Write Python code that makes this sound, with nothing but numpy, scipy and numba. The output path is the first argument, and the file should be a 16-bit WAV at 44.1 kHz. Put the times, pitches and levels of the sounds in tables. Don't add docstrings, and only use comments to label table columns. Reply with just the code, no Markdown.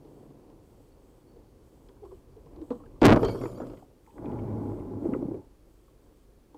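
import sys
import numpy as np
from scipy import signal
from scipy.fft import rfft, irfft, next_fast_len
from scipy.io import wavfile
from scipy.ndimage import uniform_filter1d, map_coordinates
from numba import njit

SR = 44100
rng = np.random.default_rng(int(sys.argv[2]) if len(sys.argv) > 2 else 0)


def how_loud(loudness_db):
    steps = np.asarray(loudness_db, float) / 20
    return 10 ** steps


def log_audio(samples):
    frames = np.atleast_2d(samples).T
    limited = np.clip(frames, -1, 1)
    pcm = np.round(limited * 32767).astype(np.int16)
    wavfile.write(sys.argv[1], SR, pcm)


N = 289957
T = np.arange(N) / SR
IMPACT_S, SECOND_SLAM_S = 3.016, 3.23

# (time [s], level [dB])
CRUSH_FORCE = [
    (3.016, -16.5),
    (3.021, -17.5),
    (3.052, -11),
    (3.15, -16),
    (3.205, -32.5),
    (3.246, -23),
    (3.324, -36),
    (3.744, -46.5),
    (3.85, -64),
]
# (time [s], level [dB])
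FOLD_FORCE = [(3.016, -20.5), (3.022, -11.5), (3.045, -12.5), (3.057, -9.5), (3.075, -9), (3.09, -11.5),
              (3.112, -13), (3.125, -10), (3.155, -17)]
# (frequency [Hz], density [dB per Hz])
BONNET_SPECTRUM = [(150, -9), (230, -6.5), (320, -4.5), (450, -11.5), (700, -15.5), (1200, -25),
                   (3000, -56)]
# (frequency [Hz], density [dB per Hz])
STEEL_SPECTRUM = [(71, -39), (120, -11), (192, -6.5), (398, -3.5), (431, -9.5), (664, -9.5), (739, -24),
                  (1150, -20.5), (1920, -51), (2200, -36.5), (3000, -50.5), (3900, -63), (6600, -120)]
# (frequency [Hz], density [dB per Hz])
SPLINTER_SPECTRUM = [(1500, -27.5), (2250, -11), (2700, -11), (3200, 2), (3800, -15.5), (4550, -2),
                     (5100, 0), (5550, -10), (8000, -9.5), (15500, -13.5)]
# (time [s], peak [dB], edge [ms])
SNAPS = [(3.0179, -37.5, 0.36), (3.0204, -36, 0.084), (3.0244, -36.5, 0.16), (3.0311, -39, 0.11),
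         (3.032, -42.5, 0.048), (3.0355, -37.5, 0.14), (3.0389, -35.5, 0.1), (3.0424, -33, 0.1),
         (3.0469, -33, 0.065), (3.0497, -35, 0.08), (3.0523, -28.5, 0.096), (3.0548, -20.5, .055),
         (3.0567, -33.5, .06), (3.0597, -27, 0.074), (3.0631, -31, 0.096), (3.066, -26, 0.053),
         (3.0699, -28, 0.09), (3.0708, -32, 0.1), (3.0768, -34, .08), (3.0832, -32.5, 0.089),
         (3.09, -31.5, 0.13), (3.0943, -33, 0.096), (3.097, -34, 0.082), (3.1051, -32, 0.11),
         (3.1088, -35, 0.12), (3.1153, -28.5, 0.2), (3.1216, -32, .1), (3.1247, -30.5, 0.12),
         (3.1287, -26.5, 0.17), (3.1351, -38, 0.073), (3.1459, -34, 0.2), (3.1624, -44.5, 0.13),
         (3.1717, -36.5, 0.24), (3.175, -27, 0.45), (3.231, -43, 0.21), (3.2494, -59, 0.019),
         (3.253, -58, .03), (3.287, -49, 0.12)]
# (time [s], peak [dB], low panel [Hz], click [dB])
REBOUND_BLOWS = [(3.16, -17, 370, -26), (3.18, -26, 247, -45), (3.193, -24.5, 244, -45),
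                 (3.208, -31, 289, -45), (3.218, -29, 269, -45), (3.23, -17.5, 452, -27),
                 (3.241, -32, 366, -32), (3.248, -22.5, 403, -17), (3.255, -22, 376, -40),
                 (3.268, -32, 305, -36), (3.283, -25.5, 421, -23), (3.293, -25.5, 299, -26),
                 (3.325, -28.5, 271, -40), (3.346, -26.5, 413, -40), (3.355, -28, 374, -40),
                 (3.381, -33, 260, -33), (3.414, -25.5, 274, -37), (3.437, -25.5, 400, -32),
                 (3.455, -25, 341, -36), (3.495, -34.5, 370, -36), (3.539, -46, 380, -37),
                 (3.578, -32, 290, -45), (3.602, -29.5, 340, -33), (3.617, -28, 256, -42),
                 (3.634, -31.5, 280, -40), (3.652, -38, 288, -40), (3.669, -38, 262, -22),
                 (3.699, -35.5, 300, -28), (3.716, -39, 367, -29), (3.734, -37, 286, -29)]
# (time [s], frequency [Hz], level [dB], t60 [s])
GLASS_MODES = [(3.205, 12600, -60, .25), (3.23, 3150, -44, 0.42), (3.24, 4366, -47, 0.48),
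               (3.275, 4650, -46, 0.3), (3.285, 4350, -58, 0.13), (3.285, 2250, -43.5, 0.2),
               (3.285, 10600, -58, .08), (3.29, 7105, -60, 0.24), (3.29, 11800, -66, 0.16),
               (3.3, 8750, -60, .25), (3.315, 11290, -62, 0.38), (3.315, 14100, -86, 0.28),
               (3.33, 14730, -71, .2), (3.335, 5550, -64, .3), (3.34, 8397, -69, .3),
               (3.36, 10380, -93, 0.28), (3.37, 3300, -58, 0.21), (3.385, 5550, -60, 0.45),
               (3.39, 8311, -65, .25), (3.39, 11714, -66, 0.43), (3.41, 9800, -64, .2),
               (3.41, 7105, -59.5, 0.59), (3.415, 4600, -58, .25), (3.43, 14000, -69, 0.56),
               (3.43, 6589, -69, 0.55), (3.43, 12660, -70, 0.25), (3.435, 11100, -66, .5),
               (3.44, 13400, -72, .5), (3.47, 9400, -70, .35), (3.47, 8000, -56, .057),
               (3.475, 5400, -66, .1), (3.47, 7105, -61, 0.28), (3.49, 4660, -72, .15),
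               (3.49, 12575, -77, .25), (3.5, 9700, -69, 0.55), (3.5, 9860, -71, 0.76),
               (3.51, 13522, -72, .6), (3.52, 14125, -74, .7), (3.556, 4608, -53.5, 0.11),
               (3.558, 12187, -72, .3), (3.575, 7105, -62.5, 0.29), (3.62, 4694, -71, .15),
               (3.67, 4820, -73, .15)]
# (time [s], level [dB])
PLOUGH_FORCE = [(4.12, -63), (4.185, -49), (4.25, -39), (4.71, -39), (4.75, -41), (5.0, -43), (5.06, -38),
                (5.38, -44.5), (5.5, -87)]
# (frequency [Hz], density [dB per Hz])
PAN_SPECTRUM = [(35, -33), (60, -8), (102, -4), (135, -2.5), (177, -11), (221, -3), (324, -1.5), (406, -6),
                (700, -26), (910, -36), (1540, -120)]
# (frequency [Hz], density [dB per Hz])
SILL_SPECTRUM = [(320, -38), (550, 0), (660, 0.5), (723, -8.5), (833, 3), (898, -5), (967, -3.5),
                 (1280, -16.5), (1480, -19), (1850, -30.5), (2090, -27), (2660, -37.5), (4000, -49),
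                 (5200, -75), (8800, -120)]
# (frequency [Hz], width [Hz], level [dB])
BRACKET_MODES = [(832, 55, 2.5), (988, 55, -5.5), (1360, 65, -17), (2000, 70, -29), (2320, 70, -26)]
# (time [s], frequency [Hz], level [dB])
AXLE_GROAN = [(4.2, 104, -73), (4.4, 110.5, -33), (4.6, 105.7, -30), (4.72, 106, -37), (4.76, 97.8, -48),
              (4.92, 96.4, -45), (4.96, 100.7, -29.5), (5.01, 109.3, -52), (5.42, 104, -42)]
# (time [s], peak [dB], low panel [Hz])
WHEEL_SLIPS = [(5.024, -18, 302), (5.044, -20.5, 347), (5.055, -10, 315), (5.067, -16, 338),
               (5.089, -13.5, 248), (5.099, -21, 320), (5.122, -18, 292), (5.13, -10.5, 286),
               (5.149, -19, 478), (5.162, -16.5, 370), (5.188, -19.5, 248), (5.209, -23, 327),
               (5.226, -13, 294), (5.252, -15.5, 205), (5.259, -27, 327), (5.284, -15.5, 294),
               (5.306, -36, 330), (5.315, -16.5, 336), (5.344, -19, 395), (5.36, -26, 344)]
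# (time [s], peak [dB], ring [Hz], top of crack [Hz])
ICE_LUMPS = [(1.887, -57.5, 3370, 5070), (1.892, -56, 920, 2140), (1.968, -54, 990, 1490),
             (2.05, -68, 1200, 3600), (2.145, -66, 3000, 4000), (2.165, -68, 2900, 3600),
             (2.18, -68, 2680, 3600), (2.703, -47, 705, 1590), (2.705, -50.5, 1300, 2820),
             (3.009, -58, 1500, 5000), (3.0155, -33, 1200, 5050), (3.23, -42, 1170, 2760),
             (3.161, -38.5, 4700, 7500), (3.2495, -42, 4600, 7000), (3.347, -46, 800, 1600),
             (3.413, -44, 1280, 2600), (3.456, -43, 1080, 2000), (3.602, -42, 654, 1460),
             (3.775, -58, 1280, 3400), (3.794, -56, 900, 1500), (4.0643, -59.5, 2090, 2500),
             (4.107, -65, 2560, 3200), (4.18, -51, 1980, 2420), (4.182, -37.5, 450, 1400),
             (4.2575, -49, 2470, 3360), (4.3185, -54, 2000, 3350), (4.389, -47, 2220, 2670),
             (4.395, -57, 3080, 3300), (4.437, -60, 2290, 2800), (4.4883, -61, 1980, 2400),
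             (4.799, -58, 2170, 2900), (5.026, -49, 600, 1300), (5.05, -60, 2080, 2800),
             (5.127, -42, 600, 1190), (5.136, -42, 2040, 2670), (5.14, -52, 1900, 2600),
             (5.15, -53, 2000, 2536), (5.208, -50, 700, 1280), (5.345, -59, 2290, 3230)]
# (time [s], level [dB])
ROAD_LEVEL = [(0.0, -53.5), (0.18, -52), (0.73, -58), (0.96, -58), (2.41, -58), (2.61, -52), (3.01, -53.5),
              (3.8, -58), (4.16, -61.5), (5.42, -61), (5.816, -62), (6.57, -61)]
# (frequency [Hz], density [dB per Hz])
CABIN_SPECTRUM = [(53, -41), (90, -3), (162, -6.5), (255, -4.5), (291, -1), (547, -8.5), (606, -15),
                  (1010, -19.5), (1360, -36), (1460, -37), (3000, -45), (3900, -58), (6600, -120)]
# (frequency [Hz], density [dB per Hz])
BOOM_SPECTRUM = [(10, -19.5), (19, -4), (28, 2.5), (42, 4.5), (60, -3), (91, -11), (130, -12), (170, -30.5),
                 (290, -120)]
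# (time [s], frequency [Hz], level [dB])
TYRE_DRONE = [(0.0, 144.8, -57), (0.38, 142.5, -54), (0.5, 136, -80)]
# (time [s], firing note [Hz], level [dB])
ENGINE_IDLE = [(5.45, 47.7, -54), (5.49, 49.5, -61), (6.404, 47.3, -63), (6.57, 45.7, -77.5)]
# (time [s], frequency [Hz], level [dB])
DASH_CREAKS = [
    [(2.02, 430, -35), (2.05, 393.5, -55.5), (2.13, 386, -48.5), (2.17, 368, -55)],
    [(2.54, 311.3, -51.5), (2.6, 300.4, -46), (2.63, 305, -36.5), (2.66, 300, -65)],
]
# (time [s], peak [dB], low panel [Hz], click [dB])
TRIM_KNOCKS = [(0.048, -42.5, 314, -28), (0.302, -42.5, 294, -31), (0.499, -44, 398, -27),
               (0.798, -44.5, 287, -32), (1.359, -47.5, 386, -40), (1.889, -43.5, 396, -40),
               (2.037, -37, 380, -38), (2.051, -37.5, 361, -31), (2.116, -38, 400, -35),
               (2.365, -43, 440, -30), (2.459, -42.5, 145, -28), (2.561, -42, 320, -26),
               (2.615, -37, 298, -28), (2.705, -19.5, 266, -38), (2.713, -30.5, 257, -32),
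               (2.721, -29.5, 230, -33), (2.75, -34, 225, -34), (2.801, -39.5, 292, -42),
               (2.835, -43, 250, -38), (2.857, -47, 248, -22), (2.959, -48, 368, -51),
               (3.77, -58, 277, -14), (3.793, -49, 282, -30), (3.823, -45, 282, -33),
               (4.068, -53, 354, -38), (6.544, -40.5, 298.5, -27)]
# (time [s],
# frequency [Hz], level [dB], t60 [s])
LOOSE_TICKS = [(2.707, 480, -28, 0.098), (3.602, 584, -20.5, 0.027), (3.794, 707, -50, 0.055),
               (5.347, 555, -40, 0.054), (2.03, 790, -50, 0.13), (2.05, 1053, -50, 0.11),
               (2.11, 1140, -55, 0.096), (2.465, 1080, -51.5, 0.056), (2.8, 1088, -50, 0.17),
               (2.835, 1250, -52, 0.076), (2.86, 1600, -52, 0.041), (2.96, 1120, -54, 0.1),
               (3.412, 2130, -47, 0.075), (3.436, 2110, -47, 0.065), (3.456, 2330, -47, 0.068),
               (3.457, 2560, -51, .04), (3.77, 2000, -60, 0.1), (3.06, 38, -28, 0.99),
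               (5.137, 1270, -38.5, 0.099), (5.146, 990, -35.5, 0.055), (5.39, 885, -57, 0.39),
               (.53, 91.9, -50, 1), (3.823, 730, -44, 0.11), (4.074, 914, -51.5, 0.26),
               (5.88, 1120, -57, 0.07), (6.545, 833, -45, 0.096), (.43, 4560, -81, 0.22),
               (.92, 4500, -69, .1), (1.27, 4480, -76, 1), (2.32, 4600, -72, .1)]
# (frequency [Hz], density [dB per Hz])
HISS_SPECTRUM = [(1060, 6), (1800, -2), (3810, -5.5), (4530, -5), (4920, -5.5), (7630, -7.5), (8210, -7),
                 (9250, -7), (14900, -10), (16000, -12.5)]
# (frequency [Hz], wander [Hz], level [dB])
CIRCUIT_WHINES = [(3229, 8, -99), (4490, 40, -92.5), (7940, 11, -101), (14750, 10, -89.5)]
# (from [s], to [s])
MEMORY_WRITES = [(.07, .27), (.63, .91), (1.01, 1.23), (1.63, 1.91), (2.03, 2.21), (2.61, 2.81),
                 (3.63, 3.85), (4.03, 4.21), (4.61, 4.81), (5.01, 5.21), (5.67, 5.93), (6.01, 6.09),
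                 (6.13, 6.25)]
# (frequency [Hz], width [Hz], level [dB])
BUZZ_BANDS = [(3250, 260, -3.5), (6520, 190, -9), (7100, 400, -9.5), (8070, 470, -2), (11440, 880, -8.5),
              (14900, 500, -6)]


def unit(x):
    return x / np.sqrt(np.mean(x ** 2) + 1e-20)


def curves(rows):
    s, *cols = np.transpose(rows)
    inside_s = np.minimum(T - s[0] + 1e-3, s[-1] - T + 1e-3)
    already_on = (s[0] == 0) * (T < .1)
    gate = np.clip(inside_s * 50 + already_on, 0, 1)
    return [np.interp(T, s, c) for c in cols] + [gate]


def wobble(rate_hz):
    return map_coordinates(rng.standard_normal(int(N * rate_hz / SR) + 4), [T * rate_hz])


def sweep(hz):
    return 2 * np.pi * np.cumsum(hz) / SR


def coloured(x, points):
    m = next_fast_len(N + 8192)
    f, db = np.transpose(points)
    log_hz = np.log(np.fft.rfftfreq(m, 1 / SR) + 1)
    gain = how_loud(np.interp(log_hz, np.log(f + 1), db, left=-120, right=-120))
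    return unit(irfft(rfft(x, m) * gain, m)[:N])


def grit(points, spike_db, lump_db, lump_rate):
    sizes = how_loud(spike_db * wobble(900) + lump_db * wobble(lump_rate))
    return coloured(sizes * rng.standard_normal(N), points)


def tone(rows, blur_hz, flutter_db):
    hz, db, gate = curves(rows)
    turn = sweep(hz + blur_hz * wobble(25))
    level = how_loud(db + 0.5 + flutter_db * wobble(19))
    return gate * level * (np.sin(turn) + 0.31 * np.sin(2 * turn))


def blows(rows, attack, t60, high_hz, high_db, puff, puff_hz, grows=0):
    out, t = np.zeros(N + SR), np.arange(SR // 5) / SR
    dull = signal.butter(5, [180, puff_hz], "bandpass", fs=SR, output="sos")
    sharp = signal.butter(2, [1700, 4800], "bandpass", fs=SR, output="sos")
    loudest_db = max(row[1] for row in rows)
    for s, db, low_hz, click_db in rows:
        noise = rng.standard_normal((2, len(t)))
        struck_hz = high_hz * (1 + 0.062 * noise[0, 0])
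        ring = np.sin(2 * np.pi * low_hz * t) + how_loud(high_db) * np.sin(2 * np.pi * struck_hz * t)
        puff_gain = puff * how_loud(grows * (db - loudest_db))
        body = ring + puff_gain * unit(signal.sosfilt(dull, noise[0]))
        swell = how_loud(-60 * t / t60) * (1 - np.exp(-t / attack))
        click = how_loud(click_db - 1 - 60 * t / 0.045) * unit(signal.sosfilt(sharp, noise[1]))
        out[round(s * SR):][:len(t)] += how_loud(db) * (swell * body + click)
    return out[:N]


def pings(rows, attack, rough):
    out = np.zeros(N + SR)
    for s, hz, db, t60 in rows:
        t = np.arange(round(min(t60, 1) * SR / 2)) / SR
        beat = 1 + .5 * np.cos(2 * np.pi * rng.uniform(15, 50) * t)
        chatter = np.interp(t * 250, np.arange(130), rng.standard_normal(130))
        fade = (1 - np.exp(-t / attack)) * (1 - t / t[-1])
        mode = np.sin(2 * np.pi * hz * t + rough * chatter)
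        out[round(s * SR):][:len(t)] += how_loud(db - 60 * t / t60) * fade * beat * mode
    return out[:N]


def crash():
    force_db, _ = curves(CRUSH_FORCE)
    since_s = T - IMPACT_S
    gate = np.clip(since_s / .003, 0, 1) * (T < CRUSH_FORCE[-1][0])
    blow = np.interp(T, [3.016, 3.019, 3.15, 3.16], [0, 1, 1, 0])
    buckle = blow * bonnet()
    settle = (1 - blow) * how_loud(force_db - 2.0) * grit(STEEL_SPECTRUM, spike_db=3.5, lump_db=1.0, lump_rate=50)
    crushed = gate * (buckle + settle + thud(force_db, since_s) + splinters(force_db, since_s, blow))
    rebounds = blows(REBOUND_BLOWS, attack=0.00072, t60=0.08, high_hz=480, high_db=-4.5,
                     puff=0.38, puff_hz=1278, grows=0.34)
    return crushed + snaps() + rebounds + glass()


def bonnet():
    fold_db, _ = curves(FOLD_FORCE)
    return how_loud(fold_db) * grit(BONNET_SPECTRUM, spike_db=1.0, lump_db=3.5, lump_rate=42)


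def thud(force_db, since_s):
    spectrum = [(25, 1.0), (40, 13.5), (70, -3.5), (120, 8.5), (200, -16.5)]
    level = np.clip(since_s / 0.027, 0, 1) * how_loud(-5 + 0.88 * force_db)
    return level * grit(spectrum, spike_db=-2.5, lump_db=-0.5, lump_rate=15)


def splinters(force_db, since_s, blow):
    broken = how_loud(-18 + 2.06 * force_db - 14 * blow)
    dies_db = 40 * since_s
    rises_db = 153 * np.clip(SECOND_SLAM_S - T, 0, 1)
    debris = how_loud(-50.5 - dies_db - rises_db)
    return (broken + debris) * grit(SPLINTER_SPECTRUM, spike_db=3.5, lump_db=2.5, lump_rate=60)


def snaps():
    out, t = np.zeros(N), (np.arange(400) - 200) / SR
    for s, db, edge_ms in SNAPS:
        push = np.tanh(t * 1000 / edge_ms) * np.exp(-np.abs(t) / 0.00069)
        out[round(s * SR) - 200:][:400] += how_loud(db + 26.5) * push
    return out


def glass():
    fragments = pings(GLASS_MODES, attack=0.0063, rough=0.9)
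    return fragments + pings(shards(count=600), attack=0.0016, rough=.6)


def shards(count):
    u = rng.random((count, 4))
    late_s = .6 * u[:, 0] ** 1.4
    hz = 2500 * 6 ** u[:, 1]
    db = -57 - 24 * late_s - 1.5 * np.log2(hz / 2500) - 14 * u[:, 2]
    t60_s = .02 + .15 * u[:, 3] ** 4
    return np.transpose([3.2 + late_s, hz, db, t60_s])


def slide():
    pan_db, gate = curves(PLOUGH_FORCE)
    sill_db = pan_db - 7.5 - 4.5 * (T - PLOUGH_FORCE[0][0])
    shake = how_loud(pan_db - 4) * grit(BOOM_SPECTRUM, spike_db=1, lump_db=1.5, lump_rate=9)
    pan = how_loud(pan_db + 4.5) * grit(PAN_SPECTRUM, spike_db=1.5, lump_db=1.0, lump_rate=510)
    sill = how_loud(sill_db) * grit(SILL_SPECTRUM, spike_db=3.0, lump_db=0.0, lump_rate=23)
    ringing = how_loud(sill_db - 6.5) * brackets()
    spray = how_loud(pan_db - 34.5) * coloured(rng.standard_normal(N), HISS_SPECTRUM)
    groan = tone(AXLE_GROAN, blur_hz=5.55, flutter_db=2.5)
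    return gate * (pan + sill + ringing + shake + spray) + groan + judder() + ice()


def brackets():
    f = np.fft.rfftfreq(N, 1 / SR)
    grains = how_loud(2.4 * wobble(700) + 3.4 * wobble(30)) * rng.standard_normal(N)
    response = sum(how_loud(db) / (1 + 1j * (f - hz) / (w / 4)) ** 2 for hz, w, db in BRACKET_MODES)
    return unit(irfft(rfft(grains) * response, N))


def judder():
    click_db = -63
    rows = [(*row, click_db) for row in WHEEL_SLIPS]
    return blows(rows, attack=0.0026, t60=0.033, high_hz=478, high_db=-12, puff=0.045, puff_hz=900)


def ice():
    crack_t60_s, ring_t60_s = 0.026, 0.048
    out, t = np.zeros(N + SR), np.arange(SR // 20) / SR
    for s, db, hz, top_hz in ICE_LUMPS:
        band = signal.butter(5, [top_hz / 2.5, top_hz], "bandpass", fs=SR, output="sos")
        contact = rng.standard_normal(len(t)) + 7.4 * (t == 0)
        crack = signal.sosfilt(band, how_loud(-5.5 - 60 * t / crack_t60_s) * contact)
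        crack = crack * np.sqrt(SR / 2 / top_hz)
        swell = how_loud(-60 * t / ring_t60_s) * (1 - np.exp(-t / .0005))
        ring = 0.42 * swell * np.sin(2 * np.pi * hz * t)
        out[round(s * SR):][:len(t)] += how_loud(db) * (crack + ring)
    return out[:N]


def driving():
    tyre_db, _ = curves(ROAD_LEVEL)
    tyres = how_loud(tyre_db) * grit(CABIN_SPECTRUM, spike_db=1.3, lump_db=1.1, lump_rate=12)
    drone = tone(TYRE_DRONE, blur_hz=1.0, flutter_db=-2.2)
    creaks = sum(creak(rows) for rows in DASH_CREAKS)
    knocks = blows(TRIM_KNOCKS, attack=0.0041, t60=0.097, high_hz=459, high_db=-4.5, puff=0.19, puff_hz=1080)
    ticks = pings(LOOSE_TICKS, attack=0.003, rough=1.0)
    return tyres + chassis_boom() + drone + idle() + creaks + knocks + ticks


def chassis_boom():
    braking_db = -56 + 3.5 * T
    resting_db = -52.5 - 2 * (T - IMPACT_S)
    level = how_loud(np.where(T < IMPACT_S, braking_db, resting_db))
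    return level * grit(BOOM_SPECTRUM, spike_db=0.1, lump_db=2, lump_rate=4.7)


def idle():
    hz, db, gate = curves(ENGINE_IDLE)
    turn = sweep(hz + 0.47 * wobble(9.3)) / 2
    shaft = how_loud(1.5) * np.sin(turn)
    firing = np.sin(2 * turn) + 0.11 * np.sin(3 * turn) + 0.16 * np.sin(4 * turn)
    return gate * how_loud(db + 8.5 + 0.71 * wobble(5.4)) * (shaft + firing)


def creak(rows):
    hz, db, gate = curves(rows)
    slips = how_loud(4.5 * wobble(70))
    return gate * how_loud(db) * slips * np.sin(sweep(hz + 22 * wobble(60)))


def circuit():
    busy = uniform_filter1d(sum((T > a) * (T < b) * 1. for a, b in MEMORY_WRITES), size=2200)
    hiss = how_loud(-74.5 + 0.35 * busy) * coloured(rng.standard_normal(N), HISS_SPECTRUM)
    whines = sum(how_loud(db + 2.3 * wobble(5.1)) * np.sin(sweep(hz + wander_hz * wobble(40)))
                 for hz, wander_hz, db in CIRCUIT_WHINES)
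    buzz_db = np.interp(T, [2, 2.7, 5.2, 5.6], [-80.5, -77, -78, -82.5])
    return hiss + whines + how_loud(buzz_db) * busy * write_buzz()


def write_buzz():
    cycles = np.cumsum(389 + 3 * wobble(26)) / SR
    pulses = np.diff(np.floor(cycles), prepend=0) + 0.096 * rng.standard_normal(N)
    f = np.fft.rfftfreq(N, 1 / SR)
    response = sum(how_loud(db) * np.exp(-((f - hz) / w) ** 2) for hz, w, db in BUZZ_BANDS)
    return unit(irfft(rfft(pulses) * response, N))


def scene():
    return (crash() + slide() + driving())[None]


@njit
def follower(x, fall):
    y = x.copy()
    for i in range(1, len(x)):
        y[i] = max(x[i], y[i - 1] - fall)
    return y


def roll_off(x):
    return signal.sosfilt(signal.butter(12, 16270, fs=SR, output="sos"), x)


def record(dry):
    overloaded = dry[0] / (1 + np.abs(dry[0] / 0.67) ** 4) ** (1 / 4)
    sunk = follower(overloaded, 0.0094)
    coupled = signal.lfilter(*signal.butter(1, 90, "highpass", fs=SR), sunk)
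    clipped = coupled / (1 + np.abs(coupled / .42) ** 6) ** (1 / 6)
    band = signal.butter(16, 16000, fs=SR, output="sos")
    limited = signal.sosfiltfilt(band, clipped + circuit())
    return roll_off(limited[None])


dry = scene()
out = record(dry)
log_audio(out)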